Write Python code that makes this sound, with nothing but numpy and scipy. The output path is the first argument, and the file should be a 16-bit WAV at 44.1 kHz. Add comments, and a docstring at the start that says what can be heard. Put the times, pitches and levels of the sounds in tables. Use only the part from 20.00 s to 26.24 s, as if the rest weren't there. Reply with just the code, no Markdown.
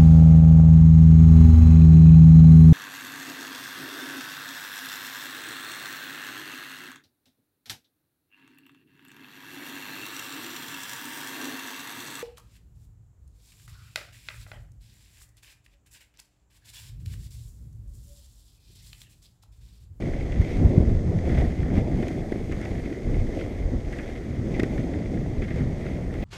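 """Skateboard on asphalt

A skateboard rolls along an asphalt path, heard from a microphone on the rider.
Random clicks of grit and stones ring the trucks, over treble hiss and a rumbling deck.
Cracks in the path add noise-burst rattles and ticks in the trucks and thumps of the deck.
Headwind is banded noise that buffets the microphone; single eddies slap it as pressure dips."""
import sys
import numpy as np
from scipy import signal
from scipy.io import wavfile

SR = 44100
rng = np.random.default_rng(int(sys.argv[2]) if len(sys.argv) > 2 else 0)


def file_out(sig):
    """Save sig as 16-bit WAV at sys.argv[1]."""
    # one column per channel
    cols = np.atleast_2d(sig).T
    # limit, then scale
    lim = np.clip(cols, -1, 1)
    pcm = np.round(lim * 32767).astype(np.int16)
    wavfile.write(sys.argv[1], SR, pcm)


N = 275184


def from_db(db):
    """Decibels to gain."""
    return 10 ** (np.asarray(db) / 20)


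def rms_one(x):
    """Scale to rms 1."""
    return x / np.sqrt(np.mean(x ** 2) + 1e-20)


def peak_one(x):
    """Scale to peak 1."""
    return x / abs(x).max()


def in_time(rows):
    """Draw each column of a table as a curve, one value per sample."""
    s, *columns = np.transpose(rows)
    return [np.interp(np.arange(N) / SR, s, column) for column in columns]


def passed(x, kind, hz):
    """Second-order low- or high-pass."""
    sos = signal.butter(2, np.clip(hz, 10, 0.45 * SR), kind, fs=SR, output="sos")
    return signal.sosfilt(sos, x)


def drift(corner_hz):
    """Slow random wander of rms 1: noise at SR / 40 through two one-pole low-passes."""
    r = np.exp(-2 * np.pi * corner_hz * 40 / SR)
    noise = rng.standard_normal(N // 40 + 2002)
    slow = signal.lfilter([1], [1, -2 * r, r * r], noise)[2000:]    # skip the filter's start
    return np.interp(np.arange(N) / 40, np.arange(len(slow)), rms_one(slow))


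def grains(per_s, spread_db):
    """Random clicks of either sign, most small, a few large."""
    sizes = from_db(spread_db * np.minimum(rng.exponential(1, N), 5.0))
    signed = sizes * rng.choice([-1, 1], N)
    return signed * (rng.random(N) < per_s / SR) + 1e-18


def body(x, modes):
    """Parallel resonances of alternating sign, each applied twice for dark valleys."""
    out = np.zeros(len(x))
    for k, (hz, width_hz, level_db) in enumerate(modes):
        r = np.exp(-np.pi * width_hz * 1.5 / SR)    # each pass is wider than the pair
        b = (1 - r * r) / 2 * np.array([1, 0, -1])
        a = [1, -2 * r * np.cos(2 * np.pi * hz / SR), r * r]
        twice = signal.lfilter(b, a, signal.lfilter(b, a, x))
        out += (-1) ** k * from_db(level_db) * twice
    return out


# Headwind: t/s, buffeting level/dB, level of its upper part against the buffeting/dB
WIND_CURVE = [(0.0, -28.5, -2), (0.33, -26.5, -22), (0.4, -19, -9), (0.47, -31.5, -8), (0.55, -23.5, -8.5),
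              (0.64, -14, -9), (0.72, -23, -2.5), (0.76, -15, -8), (0.82, -18.5, -2), (0.87, -25, -1.5),
              (0.95, -19, -13), (1.01, -27.5, -3), (1.12, -22.5, -4), (1.22, -25, -7), (1.39, -19.5, -6.5),
              (1.56, -30, -2.5), (1.6, -21.5, -8.5), (1.7, -28.5, -4), (1.78, -25.5, 3), (1.86, -26.5, -11),
              (1.93, -23, -0.5), (1.96, -23.5, -7), (2.07, -36, 3.5), (2.3, -34, -2.5), (2.6, -36, -0.5),
              (2.77, -29, -6.5), (2.98, -39.5, -4.5), (3.08, -21, -11), (3.18, -19, -21), (3.34, -32, -1),
              (3.67, -29, -28), (3.74, -25.5, 2.5), (3.84, -31.5, -13.5), (4.2, -33.5, -12),
              (4.3, -35, 3.5), (4.6, -30, -3), (4.8, -31, 1.5), (5.09, -31.5, -3), (5.2, -35, 6),
              (5.28, -27, -2.5), (5.42, -28.5, -11.5), (5.62, -28, 0), (5.85, -32, -1.5), (6.24, -29, -8.5)]
# Relative spectrum of wind on the microphone port: f/Hz, level per Hz/dB
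BUFFET_SPECTRUM = [(18, 11), (30, 6.5), (45, 4.5), (85, 2.5), (130, -3.5), (220, -8), (350, -19.5),
                   (600, -40.5), (900, -58.5)]
WIND_SPLIT_HZ = 135


def wind():
    """Turbulence in half-octave noise bands, lumpy together and apart, split into low and upper parts."""
    buffet_db, upper_db = in_time(WIND_CURVE)
    hz, level_db = np.transpose(BUFFET_SPECTRUM)
    low_part, upper_part = 0, 0
    shared_lumps = drift(6.1)
    white = rng.standard_normal((2, N + SR))    # neighbouring bands take different noise
    edges = 16 * 2 ** np.arange(0, 6.1, 0.5)
    for k, (low, high) in enumerate(zip(edges, edges[1:])):
        sos = signal.butter(2, [low, high], "band", fs=SR, output="sos")
        band = signal.sosfilt(sos, white[k % 2])[SR:]
        centre = np.sqrt(low * high)
        band_db = np.interp(np.log(centre), np.log(hz), level_db)
        band = band * from_db(band_db + 1.3 * shared_lumps + 0.86 * drift(8.3))
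        upper_share = 1 / (1 + (WIND_SPLIT_HZ / centre) ** 4)    # share of power
        low_part = low_part + np.sqrt(1 - upper_share) * band
        upper_part = upper_part + np.sqrt(upper_share) * band
    return from_db(buffet_db) * (rms_one(low_part) + from_db(upper_db) * rms_one(upper_part))


# Single eddies slapping the microphone port: t/s, peak level/dB, pitch f/Hz
EDDIES = [(0.403, -7, 63), (0.658, -9, 60), (0.768, -11.5, 130), (0.781, -6, 141), (0.805, -13, 64.6),
          (0.88, -10, 61), (0.93, -16, 110), (3.739, -22, 60), (5.01, -22.5, 120)]


def slaps():
    """Each eddy is one dip of pressure between two small rises."""
    t = np.arange(N) / SR
    out = np.zeros(N)
    for s, level_db, hz in EDDIES:
        phase_squared = (np.pi * hz * (t - s)) ** 2
        out -= from_db(level_db) * (1 - 2 * phase_squared) * np.exp(-phase_squared)
    return out


# Wheels over cracks and stones: t/s, rattle peak level/dB, decay of the rattle's noise burst/s,
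# bright tick peak level/dB, deck thump peak level/dB
CRACK_HITS = [(0.022, -34, 0.0045, -47, -21), (0.134, -36.5, 0.0053, -51, -40),
              (0.208, -36, 0.0046, -58, -33), (0.3203, -36, 0.005, -46, -27),
              (0.414, -37, 0.0055, -42, -40), (0.569, -41, .004, -40, -31), (0.893, -44, 0.0035, -46, -40),
              (1.187, -35, 0.0012, -44, -35), (1.254, -41, 0.013, -48, -37), (1.29, -37, 0.0076, -45, -26),
              (1.347, -36, .012, -47, -26), (1.373, -36, 0.013, -46, -34), (1.386, -42, 0.0095, -38, -36),
              (1.411, -41, .008, -44, -41), (1.447, -38, .003, -47, -29), (1.629, -35, 0.0035, -52, -25),
              (1.7, -38, 0.0054, -59, -43), (1.7673, -36, 0.012, -50, -23),
              (2.0255, -33.5, 0.0094, -43, -24.5), (2.082, -33.5, 0.0031, -33.5, -39),
              (2.3205, -32, 0.0044, -45, -14), (2.357, -41, 0.0044, -54, -18),
              (2.5138, -34.5, 0.0033, -52, -24.5), (2.521, -33, 0.011, -40, -38),
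              (2.6135, -37, .005, -44, -27), (2.625, -36, 0.018, -50, -36), (2.6515, -33, 0.0086, -39, -25),
              (2.751, -38, 0.0044, -49, -27), (2.7774, -41, 0.0044, -51, -33),
              (2.795, -41, 0.0026, -52, -39), (2.854, -36, .004, -52, -43), (2.901, -40, .003, -54, -44),
              (2.9218, -39, 0.01, -54, -42), (3.14, -36, 0.0097, -62, -39), (3.4102, -32, 0.0023, -53, -22),
              (3.925, -30.5, 0.012, -41, -45), (3.9861, -32.5, 0.016, -45, -29),
              (4.097, -38, .006, -48, -31), (4.1529, -38, 0.0065, -55, -46), (4.1777, -50, 0.004, -54, -35),
              (4.2015, -48, 0.0022, -56.5, -41), (4.562, -43, .004, -48, -38),
              (4.5946, -27, 0.003, -35, -14), (4.598, -24, 0.003, -32, -16),
              (4.6318, -27, 0.006, -32, -10.5), (4.698, -51, 0.0034, -47, -34),
              (4.778, -33, .005, -54, -35), (4.801, -41, .006, -55, -40), (4.935, -38, 0.0057, -52, -34),
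              (5.171, -38.5, .004, -50, -43), (5.419, -33.5, 0.013, -44, -25),
              (5.44, -38, 0.0091, -50, -37), (5.4782, -35.5, 0.019, -52, -40),
              (5.505, -34, 0.016, -50, -45), (5.543, -38, .005, -50, -50), (5.559, -41, 0.017, -44, -37),
              (5.586, -40, 0.012, -52, -28), (5.807, -40, .005, -56, -30), (5.8648, -34, 0.0017, -60, -35),
              (6.1386, -35.5, 0.0043, -44, -44)]
# Resonances of wheels and trucks, also rung by the rolling: f/Hz, nominal width/Hz, level/dB
TRUCK_MODES = [(1040, 540, -9), (1778, 463, -5), (1975, 208, 4), (2092.4, 207, 2), (2430, 500, -9),
               (3320, 570, -11), (4570, 1470, -16.5), (6560, 1100, -20.5), (8000, 870, -23),
               (11000, 8100, -34.5), (13200, 2300, -48)]
RATTLE_FROM_HZ, RATTLE_CUT_HZ = 1900, 2500
TICK_FROM_HZ, TICK_CUT_HZ, TICK_S = 2900, 18000, 0.0025    # TICK_S: decay of the noise burst
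THUMP_HZ, THUMP_S = 350, 0.0018
SAG_HZ, SAG_S, SAG_DB = 170, 0.0024, -8


def cracks():
    """Each crack is a dull dying rattle and a bright tick into the trucks, and one soft blow into the deck."""
    t = np.arange(3000) / SR
    out = np.zeros(N + len(t))
    # the deck kicks up, dips deep and rings out, and sags under the rider's weight
    swing = peak_one(t * np.exp(-t / THUMP_S) * np.sin(2 * np.pi * THUMP_HZ * t))
    sag = peak_one(t * np.exp(-t / SAG_S) * np.sin(2 * np.pi * SAG_HZ * t))
    thump = peak_one(swing - from_db(SAG_DB) * sag)
    draws = rng.standard_normal((len(CRACK_HITS), 2, len(t)))
    for (s, rattle_db, rattle_s, tick_db, thump_db), (dull, bright) in zip(CRACK_HITS, draws):
        contact = passed(dull * np.exp(-t / rattle_s), "low", RATTLE_CUT_HZ)
        contact = passed(contact, "low", RATTLE_CUT_HZ)    # twice, for a steeper slope
        rattle = body(passed(contact, "high", RATTLE_FROM_HZ), TRUCK_MODES)
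        snap = passed(bright * np.exp(-t / TICK_S), "low", TICK_CUT_HZ)
        tick = body(passed(snap, "high", TICK_FROM_HZ), TRUCK_MODES)
        knock = from_db(rattle_db) * peak_one(rattle)
        knock += from_db(tick_db) * peak_one(tick)
        knock += from_db(thump_db) * thump
        out[round(s * SR):][:len(t)] += knock
    return out[:N]


# Coarseness of the asphalt, heard as the ring of the trucks: t/s, level/dB
GRIT_CURVE = [(0.0, -50), (0.27, -52), (0.5, -47), (0.7, -52), (1.15, -55.5), (1.24, -53), (1.3, -45.5),
              (1.39, -43), (1.43, -45.5), (1.5, -50), (1.72, -50.5), (1.77, -44.5), (1.84, -53.5),
              (2.07, -48), (2.2, -53.5), (2.48, -55), (2.53, -54), (2.58, -49), (2.65, -52), (2.72, -49.5),
              (3.0, -53.5), (3.14, -51.5), (3.25, -53), (3.41, -49), (3.75, -57), (3.91, -52.5),
              (3.935, -48), (4.4, -53.5), (4.62, -49), (5.0, -53), (5.4, -54.5), (5.43, -51), (5.52, -52),
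              (5.6, -48), (5.66, -53.5), (5.9, -50), (6.1, -54.5), (6.24, -46)]
# Treble hiss before it follows the coarseness: t/s, lower treble level/dB, top treble level/dB
TREBLE_CURVE = [(0.0, -59.5, -74), (0.34, -59, -75), (0.53, -57.5, -72), (0.88, -58.5, -74),
                (1.16, -57.5, -75.5), (1.42, -58, -72), (1.71, -60.5, -74.5), (2.05, -58, -72),
                (2.38, -59.5, -71), (2.69, -57.5, -71.5), (2.88, -60, -73), (3.37, -57.5, -73),
                (3.5, -62, -72), (3.75, -58, -74), (4.04, -59, -73), (4.23, -61, -74), (4.47, -59, -75),
                (4.77, -58.5, -71), (4.94, -58, -76), (5.23, -59.5, -74), (5.58, -59, -74.5),
                (6.2, -61, -72.5)]
# Deck rumble before it follows the coarseness: t/s, level/dB
RUMBLE_CURVE = [(0, -35), (0.33, -37.5), (0.75, -28), (0.97, -33), (1.27, -33), (1.4, -30.5), (1.55, -37),
                (1.77, -33), (2.0, -32.5), (2.45, -37), (3.0, -35.5), (3.4, -34.5), (4.4, -38),
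                (4.8, -31.5), (5.5, -36.5), (6.24, -35.5)]
# Roar of the deck's top mode: t/s, level/dB
ROAR_CURVE = [(0.0, -58), (0.01, -49), (0.54, -48), (0.61, -40), (0.97, -56), (1.18, -45.5), (1.25, -47),
              (1.32, -43.5), (1.41, -35.5), (1.46, -42), (1.53, -51), (1.74, -44), (2.12, -44.5),
              (2.17, -51.5), (2.35, -44.5), (2.47, -54.5), (2.68, -44.5), (2.94, -55.5), (3.08, -49.5),
              (4.08, -48.5), (4.45, -58), (4.59, -43.5), (5.13, -50.5), (6.24, -47.5)]
# Resonances of the wooden deck: f/Hz, nominal width/Hz, level/dB
DECK_MODES = [(240.7, 148, 1.5), (315, 211, -1), (474.4, 142, -1.5), (665, 243, -12.5)]
GRIT_PER_S, GRIT_SPREAD_DB, GRIT_FROM_HZ, GRIT_CUT_HZ = 1500, 0.5, 1630, 2900
STONES_PER_S, STONE_SPREAD_DB, STONES_DB = 160, 2.5, -6    # STONES_DB: against the grit
HISS_PER_S, HISS_SPREAD_DB, HISS_FROM_HZ, HISS_LOW_HZ = 14000, 2, 5200, 1230
TOP_FROM_HZ = 9000
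BUMPS_PER_S, BUMP_SPREAD_DB, DECK_CUT_HZ = 1500, 2.5, 813
RING_SPLIT_HZ, RING_SWAY_DB, RING_SWAY_HZ = 2080, 1.5, 20
LOW_HISS_DB = -56.5    # at mean coarseness
# shares of the coarseness swing (in dB) that each layer follows
TREBLE_FOLLOWS, TOP_FOLLOWS, LOW_HISS_FOLLOWS, RUMBLE_FOLLOWS = 0.3, 0.45, 0.29, 0.15


def rolling():
    """Grit and stones set the trucks chattering over a fine even hiss; bumps shake the deck."""
    grit_db, = in_time(GRIT_CURVE)
    treble_db, top_db = in_time(TREBLE_CURVE)
    rumble_db, = in_time(RUMBLE_CURVE)
    roar_db, = in_time(ROAR_CURVE)
    coarse_db = grit_db - grit_db.mean()
    patch = drift(6.6)    # coarseness under the wheels, shared by grit, hiss and bumps

    grit = grains(GRIT_PER_S, GRIT_SPREAD_DB) * from_db(0.6 * patch + 1.3 * drift(37))
    stones = grains(STONES_PER_S, STONE_SPREAD_DB)    # larger stones stand out one by one
    contacts = rms_one(grit) + from_db(STONES_DB) * rms_one(stones)
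    contacts = passed(contacts, "low", GRIT_CUT_HZ)    # the soft tyre dulls each contact
    contacts = passed(contacts, "high", GRIT_FROM_HZ)

    hiss = grains(HISS_PER_S, HISS_SPREAD_DB) * from_db(0.31 * patch + 0.17 * drift(40))
    treble = body(passed(hiss, "high", HISS_FROM_HZ), TRUCK_MODES)
    top_split = signal.butter(3, TOP_FROM_HZ, fs=SR, output="sos")
    lower_treble = signal.sosfiltfilt(top_split, treble)
    top = treble - lower_treble
    low_hiss = body(passed(hiss, "low", HISS_LOW_HZ), TRUCK_MODES)

    bumps = grains(BUMPS_PER_S, BUMP_SPREAD_DB) * from_db(0.93 * patch + 0.81 * drift(15.0))
    for _ in range(2):    # the tyres soak up the sharp edges
        bumps = passed(bumps, "low", DECK_CUT_HZ)
    rumble, roar = body(bumps, DECK_MODES[:-1]), body(bumps, DECK_MODES[-1:])

    # the load shifts between the lower and upper ring
    sway = from_db(RING_SWAY_DB * drift(RING_SWAY_HZ))
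    lower_modes = [mode for mode in TRUCK_MODES if mode[0] <= RING_SPLIT_HZ]
    upper_modes = [mode for mode in TRUCK_MODES if mode[0] > RING_SPLIT_HZ]
    ring = body(contacts / sway, lower_modes) - body(contacts * sway, upper_modes)

    return (from_db(grit_db) * rms_one(ring)
            + from_db(treble_db + TREBLE_FOLLOWS * coarse_db) * rms_one(lower_treble)
            + from_db(top_db + TOP_FOLLOWS * coarse_db) * rms_one(top)
            + from_db(LOW_HISS_DB + LOW_HISS_FOLLOWS * coarse_db) * rms_one(low_hiss)
            + from_db(rumble_db + RUMBLE_FOLLOWS * coarse_db) * rms_one(rumble)
            - from_db(roar_db) * rms_one(roar))


def scene():
    """Wind and board at one microphone."""
    return (wind() + slaps() + cracks() + rolling())[None, :]


MIC_BASS_HZ, CUTOFF_HZ = 26.6, 15250


def record(dry):
    """The microphone loses the deepest bass; the sound opens without a click; the top is cut."""
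    opened = dry * np.minimum(np.arange(N) / 90, 1)    # fade-in over 90 samples
    heard = passed(opened, "high", MIC_BASS_HZ)
    top_cut = signal.cheby2(20, 60, CUTOFF_HZ, fs=SR, output="sos")    # 60 dB down at the cutoff
    return signal.sosfilt(top_cut, heard)


dry = scene()
out = record(dry)
file_out(out)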